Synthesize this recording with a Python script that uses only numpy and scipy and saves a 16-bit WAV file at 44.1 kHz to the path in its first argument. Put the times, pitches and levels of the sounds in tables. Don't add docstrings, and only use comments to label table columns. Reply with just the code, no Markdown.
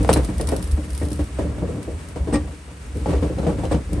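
import sys
import numpy as np
from scipy import signal
from scipy.io import wavfile
from scipy.ndimage import uniform_filter1d

SR = 44100
rng = np.random.default_rng(int(sys.argv[2]) if len(sys.argv) > 2 else 0)


def unload_wav(signal):
    wavfile.write(
        sys.argv[1],
        SR,
        np.round(np.clip(np.atleast_2d(signal).T, -1, 1) * 32767).astype(np.int16),
    )


N = 176400
TIME = np.arange(N) / SR
BAND_HZ = 80 * 2 ** (np.arange(24) / 3)
MOVE_S = 1.245

# start in seconds, boom, clunk and crack levels in dB,
# pitch of the hollow ring in Hz, contact time in seconds. Levels in all tables are relative.
KNOCKS = [(0.048, -35, -28, -39, 455, 0.00051), (0.09, -15, -14.5, -22, 446, 0.002),
          (0.161, -16.5, -15, -27.5, 630, 0.0052), (0.286, -21, -27, -37, 370, 0.013),
          (.398, -21.5, -22, -39, 525, 0.0012), (0.484, -30, -30.5, -34.5, 1000, 0.005),
          (.5215, -20.5, -17.5, -36.5, 690, 0.0026), (0.771, -27.5, -30.5, -44, 519, 0.00805),
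          (1.013, -19.5, -26.5, -38.5, 427, 0.0063), (1.067, -30, -32, -52, 390, 0.0091),
          (1.115, -20, -35, -56, 545, 0.0023), (1.192, -20.5, -25.5, -37.5, 510, 0.0022),
          (1.387, -20.5, -22.5, -37, 549, 0.0053), (1.45, -27, -28, -71, 583, 0.01),
          (1.583, -27, -36.5, -45, 600, 0.0013), (1.623, -22, -25, -50, 603, 0.0041),
          (1.69, -29.5, -28, -70, 460, 0.0058), (1.759, -30, -33, -73, 427, 0.0069),
          (1.876, -29, -25.5, -59, 650, 0.02), (2.159, -30, -28.5, -41, 630, 0.0027),
          (2.273, -26, -24, -39, 488, 0.013), (2.325, -16.5, -24, -31.5, 300, 0.0096),
          (2.473, -41.5, -45, -46, 456, 0.0052), (2.675, -42, -44, -46, 490, 0.0073),
          (2.953, -24.5, -32, -75, 405, 0.011), (3.059, -25, -25, -38.5, 844, 0.0014),
          (3.085, -16, -20.5, -33.5, 604, 0.01205), (3.127, -23, -19.5, -39, 607, 0.0097),
          (3.225, -18, -21.5, -37, 497, 0.0026), (3.299, -24.5, -31, -55, 513, 0.0016),
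          (3.384, -23, -25, -41, 506, 0.0023), (3.432, -20.5, -22, -42, 510, 0.015),
          (3.467, -18.5, -19.5, -36, 644, 0.002), (3.493, -20.5, -23, -43, 838, 0.0079),
          (3.585, -24.5, -31.5, -41, 387, 0.0061), (3.634, -23, -23, -38.5, 770, 0.0044),
          (3.712, -19, -19, -31, 520, 0.0058), (3.739, -17, -25, -50, 490, 0.0092),
          (3.92, -22.5, -32, -61, 460, 0.012), (3.974, -26, -33, -64, 447, 0.0086)]
BOOM_HZ, CLUNK_HZ, CRACK_HZ = 217, 520, 1400
HARD_CONTACT_S = 0.00072
# frequency in Hz, near level in dB, far level in dB, t60 in seconds.
WOOD_MODES = [(101.3, -1, -4.5, 0.16), (172, -4, -4.5, 0.11), (297.6, 6.5, 1.5, 0.17),
              (312, -2.5, -7, 0.17), (454, -6, -13, 0.1), (481, -3.5, -2.5, 0.15), (547, -11, -7.5, 0.094),
              (600, -3, -15, 0.03), (779, 1, -5.5, 0.07), (834, -7.5, -20, 0.18), (990, -21, -19, .08),
              (1153.5, -17, -10, 0.11), (1710, -5, -26, 0.1), (1864, 3.5, -9, 0.08),
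              (2312, 3.5, -14.5, 0.041)]
MODE_SPREAD_DB = 2.5
# frequency in Hz, band level in dB.
CLACK_SPECTRUM = [(300, -40), (520, -8), (780, 15.5), (1100, -27), (2200, 9), (3200, -45), (5500, -26),
                  (9000, -36), (14000, -35)]
# frequency in Hz, band level in dB.
CLATTER_SPECTRUM = [(90, -6.5), (160, -3.5), (240, -7.5), (330, -5.5), (500, -2.5), (750, -7.5), (1100, -4),
                    (2000, -9.5), (3500, -11), (7000, -14.5), (10000, -5.5), (13000, -42)]
# frequency in Hz, nominal t60 in seconds.
CLATTER_DECAY = [(120, 0.24), (300, 0.22), (600, 0.23), (1500, 0.26), (8000, 0.19)]
# start in seconds, level in dB, final pitch in Hz.
SLAM_BLOWS = [(.092, -0.5, 453), (.0968, -13.5, 613), (.1015, -25, 436), (.1068, -10, 305),
              (.1148, -10, 320)]
# time in seconds, level in dB.
RATTLE_LEVEL = [(0, -20.5), (.35, -31), (.56, -27), (.65, -31), (.92, -35), (1.1, -33.5), (1.3, -36),
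                (1.5, -27), (1.72, -29), (2.08, -35.5), (2.4, -29), (2.6, -42.5), (2.85, -39), (3.02, -34),
                (3.15, -31.5), (3.6, -26.5), (3.85, -39), (4, -22)]
# start in seconds, rise time in seconds, level in dB.
SCRAPES = [(2.333, 0.01, -26.5), (3.095, 0.027, -45), (3.713, .012, -38.5)]
# frequency in Hz, band level in dB.
SCRAPE_SPECTRUM = [(200, -6), (300, -8), (450, -12), (700, -14), (1400, -22.5), (2400, -9.5), (3600, -19.5),
                   (5000, -9.5), (7000, -18), (10000, -21), (13000, -45)]
# time in seconds, frequency in Hz, level in dB.
RUMBLE_NEAR = [(0.0, 61.4, -14.5), (0.064, 64.15, -19), (0.226, 63, -19.5), (0.306, 63.8, -32),
               (0.33, 62.5, -25.5), (0.472, 67.3, -23), (0.61, 60.9, -29), (0.7, 72.6, -24.5),
               (0.738, 68.8, -17), (0.838, 68.4, -30.5), (0.856, 70.64, -44), (0.9, 71.4, -26),
               (1.05, 72.5, -23.5), (1.18, 66.8, -31.5), (1.214, 71.6, -16.5), (1.24, 68, -19)]
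# time in seconds, level in dB.
RUMBLE_FAR = [(1.26, -38), (1.33, -31.5), (1.41, -25.5), (1.51, -22.5), (1.56, -35), (1.645, -27),
              (1.72, -29), (1.82, -45), (1.94, -23.5), (2, -36), (2.12, -40.5), (2.21, -22), (2.3, -30.5),
              (2.365, -23), (2.47, -30), (2.6, -41.5), (2.83, -37.5), (2.96, -26.5), (3.08, -27.5),
              (3.17, -21), (3.27, -22), (3.33, -28.5), (3.5, -25.5), (3.59, -34.5), (3.75, -21),
              (3.82, -31.5), (4, -23)]
# time in seconds, level in dB.
HISS_LEVEL = [(0.0, -44.5), (0.2, -46.5), (0.78, -47), (1.08, -48.5), (1.38, -46), (1.53, -49.5),
              (1.96, -48), (2.29, -49.5), (2.47, -50), (2.9, -48.5), (3.11, -47), (3.52, -47), (4.0, -48.5)]
# frequency in Hz, band level in dB.
HISS_SPECTRUM = [(300, -35), (700, -17), (1300, -10), (2400, -8.5), (3500, -13), (5000, -12), (7000, -10),
                 (9000, -8.5), (11500, 0), (13000, -36), (15000, -48)]
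# start in seconds, level in dB.
TICKS = [(0.029, -36), (0.078, -41), (0.1293, -18.5), (0.137, -19), (0.172, -33), (0.232, -44),
         (0.247, -32.5), (0.381, -36), (0.411, -29.5), (0.472, -29), (.489, -27.5), (0.517, -37),
         (0.564, -31), (0.626, -34), (0.641, -41), (.673, -45), (0.712, -39), (.717, -39), (0.732, -60),
         (0.904, -40.5), (0.932, -39), (.949, -37), (0.956, -57), (0.977, -34), (1.0, -46), (1.009, -50),
         (1.031, -41), (1.051, -41), (1.085, -43), (1.104, -44), (1.118, -39), (1.13, -34.5), (1.157, -48),
         (1.193, -55), (1.207, -54), (1.242, -47), (1.829, -43.5), (2.086, -43.5), (2.97, -43),
         (3.653, -48), (3.931, -37)]
# frequency in Hz, band level in dB.
TICK_SPECTRUM = [(1200, -31), (3000, -17), (5000, -4.5), (7000, -13), (9000, -1), (11500, 10), (15000, -24)]
# start in seconds, level in dB.
BUZZES = [(.096, -23.5), (2.329, -28), (2.338, -25), (3.711, -35.5)]
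# frequency in Hz, level in dB, t60 in seconds.
METAL_MODES = [(5000, -18, .1), (8260, -9, 0.23), (8280, -1.5, 0.15), (8430, 7, 0.055), (8830, 1.5, 0.04),
               (9050, 0.5, 0.062)]
# start in seconds, level in dB.
CLINKS = [(0.1303, -23.5), (3.113, -45), (3.182, -48.5), (3.386, -43.5), (3.448, -46), (3.476, -58),
          (3.653, -39.5), (3.746, -40)]
# frequency in Hz, level in dB, t60 in seconds.
TOOL_MODES = [(2800, 1.5, 0.026), (3050, 1, .04), (4050, -5, 0.15), (3950, -8, 0.039), (5200, -9, 0.05),
              (6320, -4, 0.037)]
# delay in seconds, gain as a ratio.
ECHOES = [(.0031, 0.12), (.0057, -0.1), (.0089, -0.045), (0.0135, -0.079), (0.0221, 0.0051)]
# frequency in Hz, correlation coefficient.
COHERENCE = [(60, 0.72), (120, 1), (380, 0.76), (700, 0.59), (1300, 0.2), (4400, 0.34), (7000, 0.29),
             (8800, 0.36), (12000, 0.28)]


def knocks(rows, bands, near, blow_db, clack_db, hollow_t60, modes_db, clatter_db, decay_scale):
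    starts, _, clunk_db, _, hollow_hz, contact_s = rows.T
    contact_s = np.maximum(contact_s, 1 / SR)
    soft_db = -10 * np.log10(1 + contact_s / HARD_CONTACT_S)
    out = np.zeros((2, N))
    for start, db, hz in zip(starts, clunk_db + soft_db + blow_db, hollow_hz):
        out += ring(impulses(np.array([start]), from_db([db])), hz, hollow_t60)
    for k, (hz, near_db, far_db, t60) in enumerate(WOOD_MODES):
        db = knock_db(rows, hz) + (near_db if near else far_db) + modes_db
        heights = from_db(db + rng.normal(0, MODE_SPREAD_DB, len(rows)))
        strikes = impulses(starts + contact_s * rng.random(len(rows)), heights)
        out += (-1) ** k * ring(strikes, hz, t60)
    return out + clatter(rows, bands, contact_s, soft_db, clack_db, clatter_db, decay_scale)


def clatter(rows, bands, contact_s, soft_db, clack_db, clatter_db, decay_scale, build_cycles=1.63):
    age = TIME[:SR // 2]
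    out = np.zeros((2, N))
    for hz, band in zip(BAND_HZ, bands):
        t60 = decay_scale * at_hz(CLATTER_DECAY, hz)
        tail = from_db(at_hz(CLATTER_SPECTRUM, hz) + clatter_db) ** 2 * np.exp(-2 * np.log(1000) * age / t60)
        clack = from_db(at_hz(CLACK_SPECTRUM, hz) + clack_db) ** 2 * np.exp(-age / 0.0006)
        power = np.zeros(N + len(age))
        for start, contact, db, soft in zip(rows[:, 0], contact_s, knock_db(rows, hz), soft_db):
            swell = 1 - np.exp(-age / (contact + build_cycles / hz))
            burst = tail * swell + clack * from_db(soft) ** 2
            power[int(start * SR):][:len(age)] += from_db(db) ** 2 * burst
        out += band * np.sqrt(power[:N])
    return out


def knock_db(rows, hz):
    return np.array([at_hz([(BOOM_HZ, boom), (CLUNK_HZ, clunk), (CRACK_HZ, crack)], hz)
                     for boom, clunk, crack in rows[:, 1:4]])


def slam(lead_hz=810, sweep_s=0.00094, first_t60=0.039, rebound_t60=0.018):
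    out = np.zeros(N)
    for k, (start, db, hz) in enumerate(SLAM_BLOWS):
        age = np.maximum(TIME - start, 0)
        cycles = hz * age + lead_hz * sweep_s * (1 - np.exp(-age / sweep_s))
        decay = np.exp(-np.log(1000) * age / (rebound_t60 if k else first_t60))
        out -= from_db(db) * np.sin(2 * np.pi * cycles) * decay
    return out


def rattle(bands, tilt_db_per_octave=-7.5):
    def dull_db(hz):
        return tilt_db_per_octave * np.maximum(np.log2(hz / BOOM_HZ), 0)

    contacts = grains(per_s=140, spread_db=7.5)
    wood = sum((-1) ** k * from_db(db + dull_db(hz)) * ring(contacts, hz, t60)
               for k, (hz, _, db, t60) in enumerate(WOOD_MODES))
    wash = sum(band * from_db(at_hz(CLATTER_SPECTRUM, hz) + dull_db(hz))
               for hz, band in zip(BAND_HZ, bands))
    level = from_db(in_time(RATTLE_LEVEL)[0])
    return level * (from_db(-6.5) * unit_rms(wood) + from_db(-3) * unit_rms(wash))


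def scrapes(bands, slip_s=0.0014, wood_db=-5):
    pressure = np.zeros(N)
    for start, rise_s, db in SCRAPES:
        progress = np.maximum(TIME - start, 0) / rise_s
        pressure += from_db(db) * progress * np.exp(1 - progress)
    slips = grains(per_s=700, spread_db=3.5)
    slip_power = signal.lfilter([1], [1, -np.exp(-1 / (slip_s * SR))], slips ** 2)
    grit = sum(band * from_db(at_hz(SCRAPE_SPECTRUM, hz)) for hz, band in zip(BAND_HZ, bands))
    wood = sum(from_db(db + wood_db) * ring(slips * pressure, hz, t60) for hz, _, db, t60 in WOOD_MODES)
    return pressure * unit_rms(np.sqrt(slip_power)) * grit + wood


def bench_rumble(hz, db, wander_hz, flutter_db, shudder_db):
    phase = 2 * np.pi * np.cumsum(hz + wander_hz * drift(rate_hz=16.8)) / SR
    shudder = unit_rms(bandpass(rng.standard_normal(N + SR), 51, 62)[SR:])
    mode = np.sqrt(2) * np.sin(phase) * from_db(flutter_db * drift(rate_hz=39))
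    return (mode + from_db(shudder_db) * shudder) * from_db(db)


def running_line(bands, near, far_dull_db=-3, near_rustle_db=-6, far_rustle_db=-17, bunch_db=3):
    starts, db = np.transpose(TICKS)
    ticks = hit_envelope(starts, db, t60=0.018, rise_s=0.00032)
    ticks += hit_envelope(starts, db - 15.5, t60=0.11, rise_s=0.0037)
    run = from_db(in_time(HISS_LEVEL)[0])
    hiss = run * from_db(2 + drift(rate_hz=20))
    dulled = hiss * from_db(np.where(near, 0, far_dull_db))
    out = np.zeros((2, N))
    for hz, band in zip(BAND_HZ, bands):
        out += band * (dulled if hz > 9000 else hiss) * from_db(at_hz(HISS_SPECTRUM, hz))
        if hz > 1000:
            out += band * ticks * from_db(at_hz(TICK_SPECTRUM, hz))
    centre = grains(per_s=1400, spread_db=7)
    sides = np.array([grains(per_s=1400, spread_db=6.5) for _ in range(2)])
    fibres = echoed(centre + sides) * from_db(bunch_db * drift(rate_hz=35))
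    rustle = unit_rms(bandpass(fibres, 2500, 10500))
    return out + rustle * run * from_db(np.where(near, near_rustle_db, far_rustle_db))


def loose_metal():
    shaken = hit_envelope(*np.transpose(BUZZES), t60=0.062, rise_s=0.0013)
    chatter = [grains(per_s=1500, spread_db=5) * shaken for _ in range(2)]
    mid, side = sum(from_db(db - 25) * ring(chatter, hz, t60) for hz, db, t60 in METAL_MODES)
    return mid + from_db(-10) * side * np.array([[1], [-1]])


def tool_clinks(max_bounce_s=0.012, bounce_loss_db=18):
    touches = [(start + k * max_bounce_s * rng.uniform(0.25, 0.99), db - k * bounce_loss_db)
               for start, db in CLINKS for k in range(3)]
    starts, db = np.transpose(touches)
    out = np.zeros(N)
    for hz, mode_db, t60 in TOOL_MODES:
        heights = from_db(db + mode_db + rng.normal(0, MODE_SPREAD_DB, len(starts)))
        out += ring(impulses(starts, heights), hz, t60)
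    return out


def echoed(x):
    out = x.copy()
    for delay_s, gain in ECHOES:
        lag = max(int(delay_s * SR), 1)
        out[..., lag:] += gain * x[..., :-lag]
    return out


def noise_bands():
    white, bands = echoed(rng.standard_normal((2, 2, N))), []
    for k, hz in enumerate(BAND_HZ):
        mid, side = bandpass(white[k % 2], hz / 1.13, hz * 1.13)
        alike = np.clip(at_hz(COHERENCE, hz), -1, 1)
        bands.append(unit_rms(np.sqrt(1 + alike) * mid + np.sqrt(1 - alike) * side * [[1], [-1]]))
    return bands


def ring(x, hz, t60):
    r, w = np.exp(-np.log(1000) / (t60 * SR)), 2 * np.pi * hz / SR
    return signal.lfilter([0, np.sin(w)], [1, -2 * r * np.cos(w), r * r], x)


def hit_envelope(starts, db, t60, rise_s):
    fall, rise = np.exp(-2 * np.log(1000) / (t60 * SR)), np.exp(-1 / (rise_s * SR))
    energy = signal.lfilter([1], [1, -fall], impulses(starts, from_db(db) ** 2))
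    return np.sqrt(signal.lfilter([1 - rise], [1, -rise], energy))


def impulses(starts, heights):
    return np.bincount(np.clip(starts * SR, 0, N - 1).astype(int), heights, N) + 1e-18


def grains(per_s, spread_db):
    sizes = from_db(spread_db * np.minimum(rng.exponential(1, N), 4)) * rng.choice([-1, 1], N)
    return sizes * (rng.random(N) < per_s / SR) + 1e-18


def drift(rate_hz, step=40):
    r = np.exp(-2 * np.pi * rate_hz * step / SR)
    slow = signal.lfilter([1], [1, -2 * r, r * r], rng.standard_normal(N // step + 2002))[2000:]
    return np.interp(np.arange(N) / step, np.arange(len(slow)), unit_rms(slow))


def bandpass(x, low_hz, high_hz):
    return signal.sosfilt(signal.butter(2, [low_hz, high_hz], "band", fs=SR, output="sos"), x)


def bell(x, hz, db, q):
    a, w = from_db(db / 2), 2 * np.pi * hz / SR
    k = np.sin(w) / (2 * q)
    return signal.lfilter([1 + k * a, -2 * np.cos(w), 1 - k * a], [1 + k / a, -2 * np.cos(w), 1 - k / a], x)


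def in_time(rows):
    times, *columns = np.transpose(rows)
    return [np.interp(TIME, times, column) for column in columns]


def at_hz(points, hz):
    frequencies, values = np.transpose(points)
    return np.interp(np.log(hz), np.log(frequencies), values)


def from_db(db):
    return 10 ** (np.asarray(db) / 20)


def unit_rms(x):
    return x / np.sqrt(np.mean(x ** 2) + 1e-20)


def scene():
    near, rows, knock_bands = TIME < MOVE_S, np.array(KNOCKS), noise_bands()
    nearness = uniform_filter1d(near * 1.0, size=400)
    close = knocks(rows[rows[:, 0] < MOVE_S], knock_bands, near=True, blow_db=7, clack_db=-1,
                   hollow_t60=0.04, modes_db=-7, clatter_db=-1, decay_scale=0.94)
    distant = knocks(rows[rows[:, 0] > MOVE_S], knock_bands, near=False, blow_db=8, clack_db=-3.5,
                     hollow_t60=0.086, modes_db=-3, clatter_db=0.5, decay_scale=0.98)
    near_rumble = bench_rumble(*in_time(RUMBLE_NEAR), wander_hz=4.9, flutter_db=1.9, shudder_db=-5)
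    far_rumble = bench_rumble(hz=73, db=in_time(RUMBLE_FAR)[0] - 1, wander_hz=6.05,
                              flutter_db=0, shudder_db=-3)
    rumble = nearness * near_rumble + (1 - nearness) * far_rumble
    bands = noise_bands()
    spool = nearness * close + slam() + distant + scrapes(bands) + rattle(bands)
    lean_left = from_db(0.87 * np.array([[0.5], [-0.5]]))
    return rumble + lean_left * (spool + running_line(bands, near) + loose_metal() + tool_clinks())


def record(dry):
    mid = bell((dry[0] + dry[1]) / 2, hz=8800, db=7.5, q=3.34)
    mid = bell(mid, hz=10170, db=-23.5, q=39)
    side = bell((dry[0] - dry[1]) / 2, hz=10230, db=17.5, q=6.9)
    side = bell(side, hz=12600, db=-2, q=6.9)
    x = bell(np.array([mid + side, mid - side]), hz=13080, db=-30, q=2.97)
    x = signal.sosfilt(signal.butter(2, 28, "high", fs=SR, output="sos"), x)
    x = x / (1 + (x / 0.92) ** 6) ** (1 / 6)
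    return signal.sosfilt(signal.ellip(10, 0.3, 80, 16200, "low", fs=SR, output="sos"), x)


dry = scene()
out = record(dry)
unload_wav(out)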